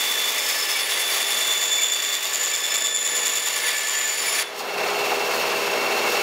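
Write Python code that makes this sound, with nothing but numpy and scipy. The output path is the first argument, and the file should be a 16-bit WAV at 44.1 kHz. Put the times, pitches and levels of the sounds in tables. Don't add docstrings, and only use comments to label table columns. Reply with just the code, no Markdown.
import sys
import numpy as np
from scipy import signal
from scipy.fft import rfft, irfft, next_fast_len
from scipy.io import wavfile
from scipy.ndimage import uniform_filter1d, minimum_filter1d

SR = 44100
rng = np.random.default_rng(int(sys.argv[2]) if len(sys.argv) > 2 else 0)


def materialize(psi):
    bounded = np.clip(np.atleast_2d(psi).T, -1, 1)
    quanta = np.round(bounded * 32767).astype(np.int16)
    wavfile.write(sys.argv[1], SR, quanta)


def gain_from_decibels(decibels):
    exponent = np.asarray(decibels, float) / 20
    return 10 ** exponent


N = 274302

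LOOP_HZ, WHEEL_HZ, TOOTH_HZ = 9.747, 19.52, 1748.5
EXIT_S = 4.426
COMMON_MEAN_DB = -33.5

WEAK_MULTIPLES = [5, 7, 8, 4 / 3, 8 / 3, 14 / 3]
WEAK_LINE_DB = [-14.5, -43, -27, -11, -11.5, -12]
# [t/s, level/dB, gain/dB]
COMMON_LEVEL = [(0, -34, 2.5), (.2, -33.5, 2.5), (.85, -35, 0), (1.15, -34.5, 4), (1.4, -33, 2),
                (1.9, -37.5, 1), (2.1, -36, -1.5), (2.21, -37.5, -0.5), (2.4, -35, 1.5), (2.6, -36.5, -1),
                (2.73, -36, 3), (2.97, -40.5, 0.5), (3.2, -35.5, 3.5), (3.45, -36, -2), (3.66, -33.5, 0.5),
                (3.85, -36, -2), (4.15, -35.5, 1.5), (4.36, -32.5, 3.5)]
# [t/s, depth]
BITE_DEPTH = [(0, 0.73), (.8, 0.82), (1.5, 0.81), (2.2, 1.28), (3, 1.34), (3.6, 1.06), (4.4, 0.73)]
# [position/ms, lift/dB, half length/ms]
PROUD_STRETCHES = [
    (12, 6, 8.1),
    (26.2, -0.5, 2.3),
    (38.2, 6, 4.7),
    (52.7, 7, 3.3),
    (75.8, 8.5, 9.1),
    (89.9, 7, 4.7),
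    (100.3, 13, 1.18),
]
# [t/s, peak level/dB, half length/s]
RINGS_FIRST = [(.15, -40, 0.074), (.6, -37, 0.14), (.95, -40, 0.13), (1.4, -41, 0.055), (1.7, -42, .15),
               (2.45, -39, 0.19), (2.8, -38, 0.23), (3.2, -38, 0.22), (3.7, -35, 0.19), (4.0, -34.5, 0.16),
               (4.36, -41, 0.18)]
RINGS_SECOND = [(.05, -28, 0.34), (.75, -35.5, .2), (1.08, -31, 0.24), (1.4, -31, 0.22),
                (1.82, -26.5, 0.35), (2.75, -30, 0.22), (3.2, -34, 0.34), (3.68, -36.5, .08)]
RINGS_THIRD = [(.62, -31.5, .2), (1.3, -43, .1), (1.8, -42, .08), (2.72, -37, 0.19), (3.13, -44, 0.051),
               (4.28, -37, 0.065)]
RINGS_FOURTH = [(.55, -39, 0.12), (1.45, -33.5, 0.26), (1.75, -26, 0.22), (2.05, -33, 0.28),
                (2.45, -28, 0.15), (2.85, -26.5, 0.18), (3.25, -26.5, 0.24), (3.6, -34.5, .15),
                (3.98, -28, 0.19), (4.3, -33, 0.13)]
RINGS_SIXTH = [(1.05, -34, 0.43), (2.8, -43, .12), (3.15, -35.5, 0.31), (3.65, -33, 0.1), (3.95, -39, 0.15),
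               (4.3, -29, 0.11)]
BETWEEN_RINGS_DB = [-48, -69, -46.5, -42.5, -55.5]
# [t/s, lift/dB, half length/s]
SET_SWELLS = [(.9, 1, 0.27), (2.35, 2.5, 0.12), (2.9, -4, .25), (3.6, 1, 0.37), (4.25, 5, .25)]
# [t/s, lift/dB, half length/s]
BOARD_SWELLS = [(.85, -0.5, 0.13), (3.68, -4.5, 0.087), (3.95, -6, 0.098)]
# [f/Hz, level/dB per Hz]
CHIP_SPECTRUM = [(180, -46), (300, -2.5), (398, -10.5), (1150, -6), (1580, -4), (1720, -3), (3030, -2.5),
                 (3400, 1.5), (4990, -5.5), (6960, -3), (8790, -14.5), (10700, -11.5), (16000, -15.5)]
# [f/Hz, width/Hz, lift/dB]
BOARD_MODES = [(1133, 42, 7.5), (1420, 780, -4), (1660, 110, 0), (2050, 460, 4.5), (2300, 71, -1.5),
               (2810, 65, 3.5), (4593, 105, 11), (5400, 450, 4.5), (9300, 200, 4.5), (12800, 200, 2),
               (13900, 270, 1), (15200, 600, 1)]
# [f/Hz, level/dB per Hz]
RUMBLE_SPECTRUM = [(18, -69), (30, -39), (49, -32), (245, -5.5), (295, -8), (394, 2.5), (486, 0.5),
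                   (526, 3.5), (1630, -7.5), (2410, -9), (2680, -8), (2980, -10), (5450, -16.5),
                   (7670, -22.5), (16000, -27.5)]
# [f/Hz, width/Hz, lift/dB]
FRAME_MODES = [(197, 49, 2), (258, 62, 7), (408, 130, 3.5), (487, 40, 9), (435, 15, 0.5), (507, 27, -6),
               (640, 81, 4), (820, 30, 4), (1090, 210, 1.5), (4320, 180, 5.5), (5530, 49, 9.5),
               (6820, 300, 6), (11700, 80, 9), (13100, 400, 7), (14200, 90, 6), (15100, 400, 6)]
# [f/Hz, width/Hz, lift/dB]
GUIDE_MODES = [(2150, 35, 9), (2233, 25, 10), (2315, 25, 7), (2431, 15, 7), (2600, 90, 6), (2695, 80, 11),
               (2765, 30, 9)]
# [f/Hz, level/dB]
WHEEL_HARMONICS = [(107.7, -71), (134.6, -75), (156.1, -58), (193.8, -51.5), (215.3, -56.5), (253.0, -52.5),
                   (349.9, -43), (409.1, -33.5), (468.3, -40), (489.9, -37.5), (565.2, -41), (624.5, -42),
                   (646.0, -38.5), (759.0, -43), (839.8, -43), (1012, -43), (1308, -45.5)]
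UNDER_LOAD_DB = [0.1, 3, -5]
# [t/s, f/Hz, peak
# level/dB, length/ms]
BOARD_CHATTER = [(.385, 2020, -27, 14), (.445, 2050, -31, 14), (.67, 2300, -34, 14), (.765, 2284, -25, 39),
                 (.98, 2035, -27, 20), (1.015, 2020, -29, 20), (1.095, 2310, -28, 18),
                 (1.79, 2300, -25, 17), (1.82, 2300, -28, 22), (2.525, 2320, -28, 15),
                 (2.548, 2310, -31, 13), (2.725, 2300, -25, 10), (2.755, 2320, -29, 19),
                 (3.645, 2090, -24, 10), (3.69, 1970, -24, 20), (3.76, 2290, -29.5, 60),
                 (4.285, 2280, -23, 14), (4.39, 1750, -34, 40), (4.398, 3450, -27, 34),
                 (4.4, 2400, -36, 24), (4.465, 3450, -37.5, 80), (5.745, 640, -24, 47)]
# [t/s, peak level/dB, half length/s]
BLADE_BRUSHES = [
    (4.59, 1.5, 0.031),
    (5.36, -7, 0.082),
    (6.12, -7, 0.072),
]


def curve(table):
    s, *columns = np.transpose(table)
    return [np.interp(np.arange(N) / SR, s, c) for c in columns]


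def walk(rate):
    k = int(SR / rate)
    steps = np.repeat(rng.standard_normal(N // k + 1), k)
    w = uniform_filter1d(uniform_filter1d(steps, k), k)[:N]
    return w / w.std()


def repeating(hz, keep, share):
    size = int(round(SR / hz))
    fresh = rng.standard_normal((N // size + 30, size))
    turns = signal.lfilter([np.sqrt(1 - keep ** 2)], [1, -keep], fresh, axis=0)
    return np.sqrt(share) * turns.ravel()[-N:] + np.sqrt(1 - share) * rng.standard_normal(N)


def colour(x, spectrum, modes, lo_hz, hi_hz, ref_hz):
    size = next_fast_len(N)
    f = np.maximum(np.fft.rfftfreq(size, 1 / SR), 1)
    hz, level_db = np.transpose(spectrum)
    db = np.interp(np.log(f), np.log(hz), level_db)
    for centre, width, lift in modes:
        db = db + lift / (1 + (2 * (f - centre) / width) ** 2)
    edges = np.sqrt((1 + (lo_hz / f) ** 6) * (1 + (f / hi_hz) ** 6))
    bins = rfft(x, size) * gain_from_decibels(db) / edges
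    inside = (f > ref_hz[0]) & (f < ref_hz[1])
    return irfft(bins, size)[:N] * size / np.sqrt(2 * np.sum(np.abs(bins[inside]) ** 2))


def swells(table, floor_db):
    t = np.arange(0, N / SR + .01, .005)
    power = 0
    for s, db, half in table:
        power = power + gain_from_decibels(np.maximum(2 * db - 12 * ((t - s) / half) ** 2, -300))
    return 10 * np.log10(gain_from_decibels(2 * floor_db) + np.interp(np.arange(N) / SR, t, power))


def noise_levels():
    db = curve(COMMON_LEVEL)[0]
    fresh_kerf_db = 4.5 * np.exp(-np.arange(N) / SR / 3)
    return db + 2.5 + swells(BOARD_SWELLS, 0), db + 0.3, db - 5 + fresh_kerf_db


def bite(loop_ms):
    period, rise = 1000 / LOOP_HZ, .5
    db = -3.5
    for ms, lift, half in PROUD_STRETCHES:
        off = ((loop_ms - ms + period / 2) % period - period / 2) / half
        db = db + lift * np.exp(-(off / np.where(off < 0, rise, 2 - rise)) ** 2)
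    return db


def whine(rings, order):
    return swells(rings, BETWEEN_RINGS_DB[order]) + 0.35 * (curve(COMMON_LEVEL)[0] - COMMON_MEAN_DB)


def stroke(phase, multiple, db, flutter_db):
    angle = multiple * phase + 0.17 * multiple * walk(60) + rng.uniform(0, 2 * np.pi)
    return gain_from_decibels(db + flutter_db * walk(120)) * np.sin(angle)


def teeth(loop_ms, bite_db):
    board_db = noise_levels()[0]
    phase = 2 * np.pi * TOOTH_HZ * np.arange(N) / SR
    phase = phase + .9 * walk(6) + .25 * walk(40) + .12 * walk(200)
    lean_db = 8.5 * np.tanh(2.5 * np.cos(2 * np.pi * (loop_ms - 66) * LOOP_HZ / 1000))
    levels_db = [
        whine(RINGS_FIRST, 0) - .3 + lean_db,
        whine(RINGS_SECOND, 1) + 1.7 + 1.06 * bite_db,
        whine(RINGS_THIRD, 2) + 2.1 + 0.51 * bite_db,
        whine(RINGS_FOURTH, 3) + 1.5 + 0.27 * bite_db,
        whine(RINGS_SIXTH, 4) + 0.21 + 0.5 * bite_db,
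    ]
    for db in WEAK_LINE_DB:
        levels_db.append(board_db + db + 0.93 * walk(3.63) + 0.86 * bite_db)
    levels_db[-2] = levels_db[-2] + swells(SET_SWELLS, -1.5)
    out = np.zeros(N)
    for multiple, db in zip([1, 2, 3, 4, 6] + list(WEAK_MULTIPLES), levels_db):
        out += stroke(phase, multiple, db, min(.4 + .7 * multiple, 3.2))
    return out


def squeal(bite_db):
    shake = repeating(LOOP_HZ, .6, .3)
    blade_modes = [(6970, 1070, 24), (7620, 1040, 18)]  # f/Hz, width/Hz, lift/dB
    ring = colour(shake, CHIP_SPECTRUM, blade_modes, 6200, 8000, (6500, 7500))
    return gain_from_decibels(whine(RINGS_FOURTH, 3) - 7.0 + 1.65 * bite_db + 0.96 * walk(130)) * ring


def chips(bite_db):
    board_db, blade_db, hiss_db = noise_levels()
    tear_db = 0.51 * walk(150) + 1.1 * walk(30.37)
    board_noise, blade_noise = repeating(LOOP_HZ, 0.58, 0.59), repeating(LOOP_HZ, 0.093, 0.15)
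    board = colour(board_noise, CHIP_SPECTRUM, BOARD_MODES, 464, 3320, (1850, 3300))
    blade = colour(blade_noise, CHIP_SPECTRUM, BOARD_MODES, 4000, 7500, (3700, 5100))
    hiss = colour(rng.standard_normal(N), CHIP_SPECTRUM, BOARD_MODES, 8100, 30000, (11000, 15500))
    board = board * gain_from_decibels(board_db - 0.5 + 0.12 * bite_db + 0.73 * tear_db)
    blade = blade * gain_from_decibels(blade_db - 4.5 + 0.28 * bite_db + tear_db)
    hiss = hiss * gain_from_decibels(hiss_db + 0.2 + 0.55 * bite_db + tear_db)
    return board + blade + hiss


def workshop(cut):
    size = SR // 4
    tail = rng.standard_normal(size) * np.exp(-np.arange(size) / (0.071 * SR))
    tail = signal.lfilter([.3], [1, -.7], tail)
    return gain_from_decibels(-11.5) * signal.fftconvolve(cut, tail / np.sqrt(np.sum(tail ** 2)))[:N]


def idle():
    (common_db, gain_db), t = curve(COMMON_LEVEL), np.arange(N) / SR
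    since = np.maximum(t - 4.475, 0)
    lifted = np.minimum(-41 + 33 * since, -28 - 0.63 * since)
    held = -43.5 + 0.48 * (common_db - COMMON_MEAN_DB) + gain_db
    rumble = uniform_filter1d(np.where(t < EXIT_S, held, lifted), size=2000)
    load = np.exp(-np.maximum(t - EXIT_S, 0) / 0.034)
    free_db = (-0.3, 0.5, -5.5)
    knock, ring, hiss = (free + (busy - free) * load for busy, free in zip(UNDER_LOAD_DB, free_db))
    pinch = -1 * (1 - load) * np.exp(-((t - EXIT_S) / 0.37) ** 2)
    return rumble, knock, ring + pinch, swells(BLADE_BRUSHES, hiss + pinch)


def wheel_hum():
    t = np.arange(N) / SR
    hum = np.zeros(N)
    for hz, db in WHEEL_HARMONICS:
        exact_hz = WHEEL_HZ * np.round(hz / WHEEL_HZ) * (1 - 2e-4)
        angle = 2 * np.pi * exact_hz * t + 0.24 * walk(3.12) + rng.uniform(0, 2 * np.pi)
        hum += gain_from_decibels(db + 30.5 + 0.67 * walk(2.6)) * np.sin(angle)
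    return hum


def guides(ring_db, hiss_db):
    t = np.arange(N) / SR
    wobble_db = 0.69 * np.cos(2 * np.pi * WHEEL_HZ * t + 2.0) + .8 * walk(12) + 0.81 * walk(120)
    rub = repeating(LOOP_HZ, .98, 0.21)
    free = np.interp(t, [4.3, 4.43, 4.62, 4.95], [1.0, 0.11, 0.65, 1.0])
    free_modes = list(FRAME_MODES) + list(GUIDE_MODES)
    free_ring = colour(rub, RUMBLE_SPECTRUM, free_modes, 1460, 6200, (1500, 5000))
    damped_ring = gain_from_decibels(1.5) * colour(rub, RUMBLE_SPECTRUM, FRAME_MODES, 1460, 4500, (1500, 5000))
    ring = free * free_ring + (1 - free) * damped_ring
    hiss = colour(rng.standard_normal(N), RUMBLE_SPECTRUM, FRAME_MODES, 4320, 30000, (5000, 16000))
    return gain_from_decibels(ring_db + wobble_db + 0.26) * ring + gain_from_decibels(hiss_db + wobble_db - 1.74) * hiss


def machine():
    rumble_db, knock_db, ring_db, hiss_db = idle()
    t = np.arange(N) / SR
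    drone_noise, knock_noise = repeating(WHEEL_HZ, 0.91, 0.53), repeating(WHEEL_HZ, 0.64, 0.26)
    drone = gain_from_decibels(-4.5) * colour(drone_noise, RUMBLE_SPECTRUM, FRAME_MODES, 133, 740, (330, 680))
    knock = colour(knock_noise, RUMBLE_SPECTRUM, FRAME_MODES, 820, 1800, (700, 1400))
    turn_db = 0.69 * np.cos(2 * np.pi * WHEEL_HZ * t + .15)
    knock = knock * gain_from_decibels(knock_db - 2.0 + turn_db + 1.6 * walk(60))
    thrum_spectrum = [(30, -22), (75, -14), (120, 2), (200, -4)]  # f/Hz, level/dB per Hz
    thrum = colour(rng.standard_normal(N), thrum_spectrum, [], 20, 220, (30, 200))
    thrum = thrum * gain_from_decibels(2.4 * (rumble_db + 28.5) - 58.5)
    return thrum + gain_from_decibels(rumble_db) * (drone + wheel_hum() + knock + guides(ring_db, hiss_db))


def bursts(table):
    out = np.zeros(N)
    for s, hz, db, ms in table:
        size = int(ms * SR / 600)
        start = int(s * SR) - size // 2
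        tone = np.sin(2 * np.pi * hz * np.arange(size) / SR + rng.uniform(0, 2 * np.pi))
        out[start:start + size] += gain_from_decibels(db) * np.hanning(size) * tone
    return out


def chatter():
    return bursts(BOARD_CHATTER)


def slaps():
    events = []
    for turn in range(14):
        s = 4.61 + turn / WHEEL_HZ
        db = -20.5 - 4 * ((s - 4.94) / .26) ** 2
        hz, side_db = (728, -2.5) if turn % 2 else (800, 0)
        events.append((s, hz, db + side_db, 12))
    return bursts(events)


def scene():
    t = np.arange(N) / SR
    loop_ms = 1000 * (t % (1 / LOOP_HZ))
    bite_db = bite(loop_ms) * curve(BITE_DEPTH)[0] * (1 + 0.1 * walk(8.5))
    cutting = np.exp(-np.maximum(t - EXIT_S, 0) / 0.0046)
    cut = cutting * (teeth(loop_ms, bite_db) + squeal(bite_db) + chips(bite_db))
    return (cut + workshop(cut) + machine() + chatter() + slaps())[None]


def top_cut(x):
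    return signal.sosfilt(signal.butter(12, 16540, fs=SR, output="sos"), x)


def record(dry):
    ceiling, top_hz, bass_hz = .39, 15740, 45
    size = next_fast_len(N)
    f = np.fft.rfftfreq(size, 1 / SR)
    band = (f < top_hz) * (f / bass_hz) ** 2 / np.sqrt(1 + (f / bass_hz) ** 4)
    gain = np.minimum(ceiling / (np.abs(dry) + 1e-9), 1)
    gain = uniform_filter1d(minimum_filter1d(gain, size=180), size=180)
    mix = irfft(rfft(dry * gain, size) * band, size)[:, :N]
    return top_cut(mix)


dry = scene()
out = record(dry)
materialize(out)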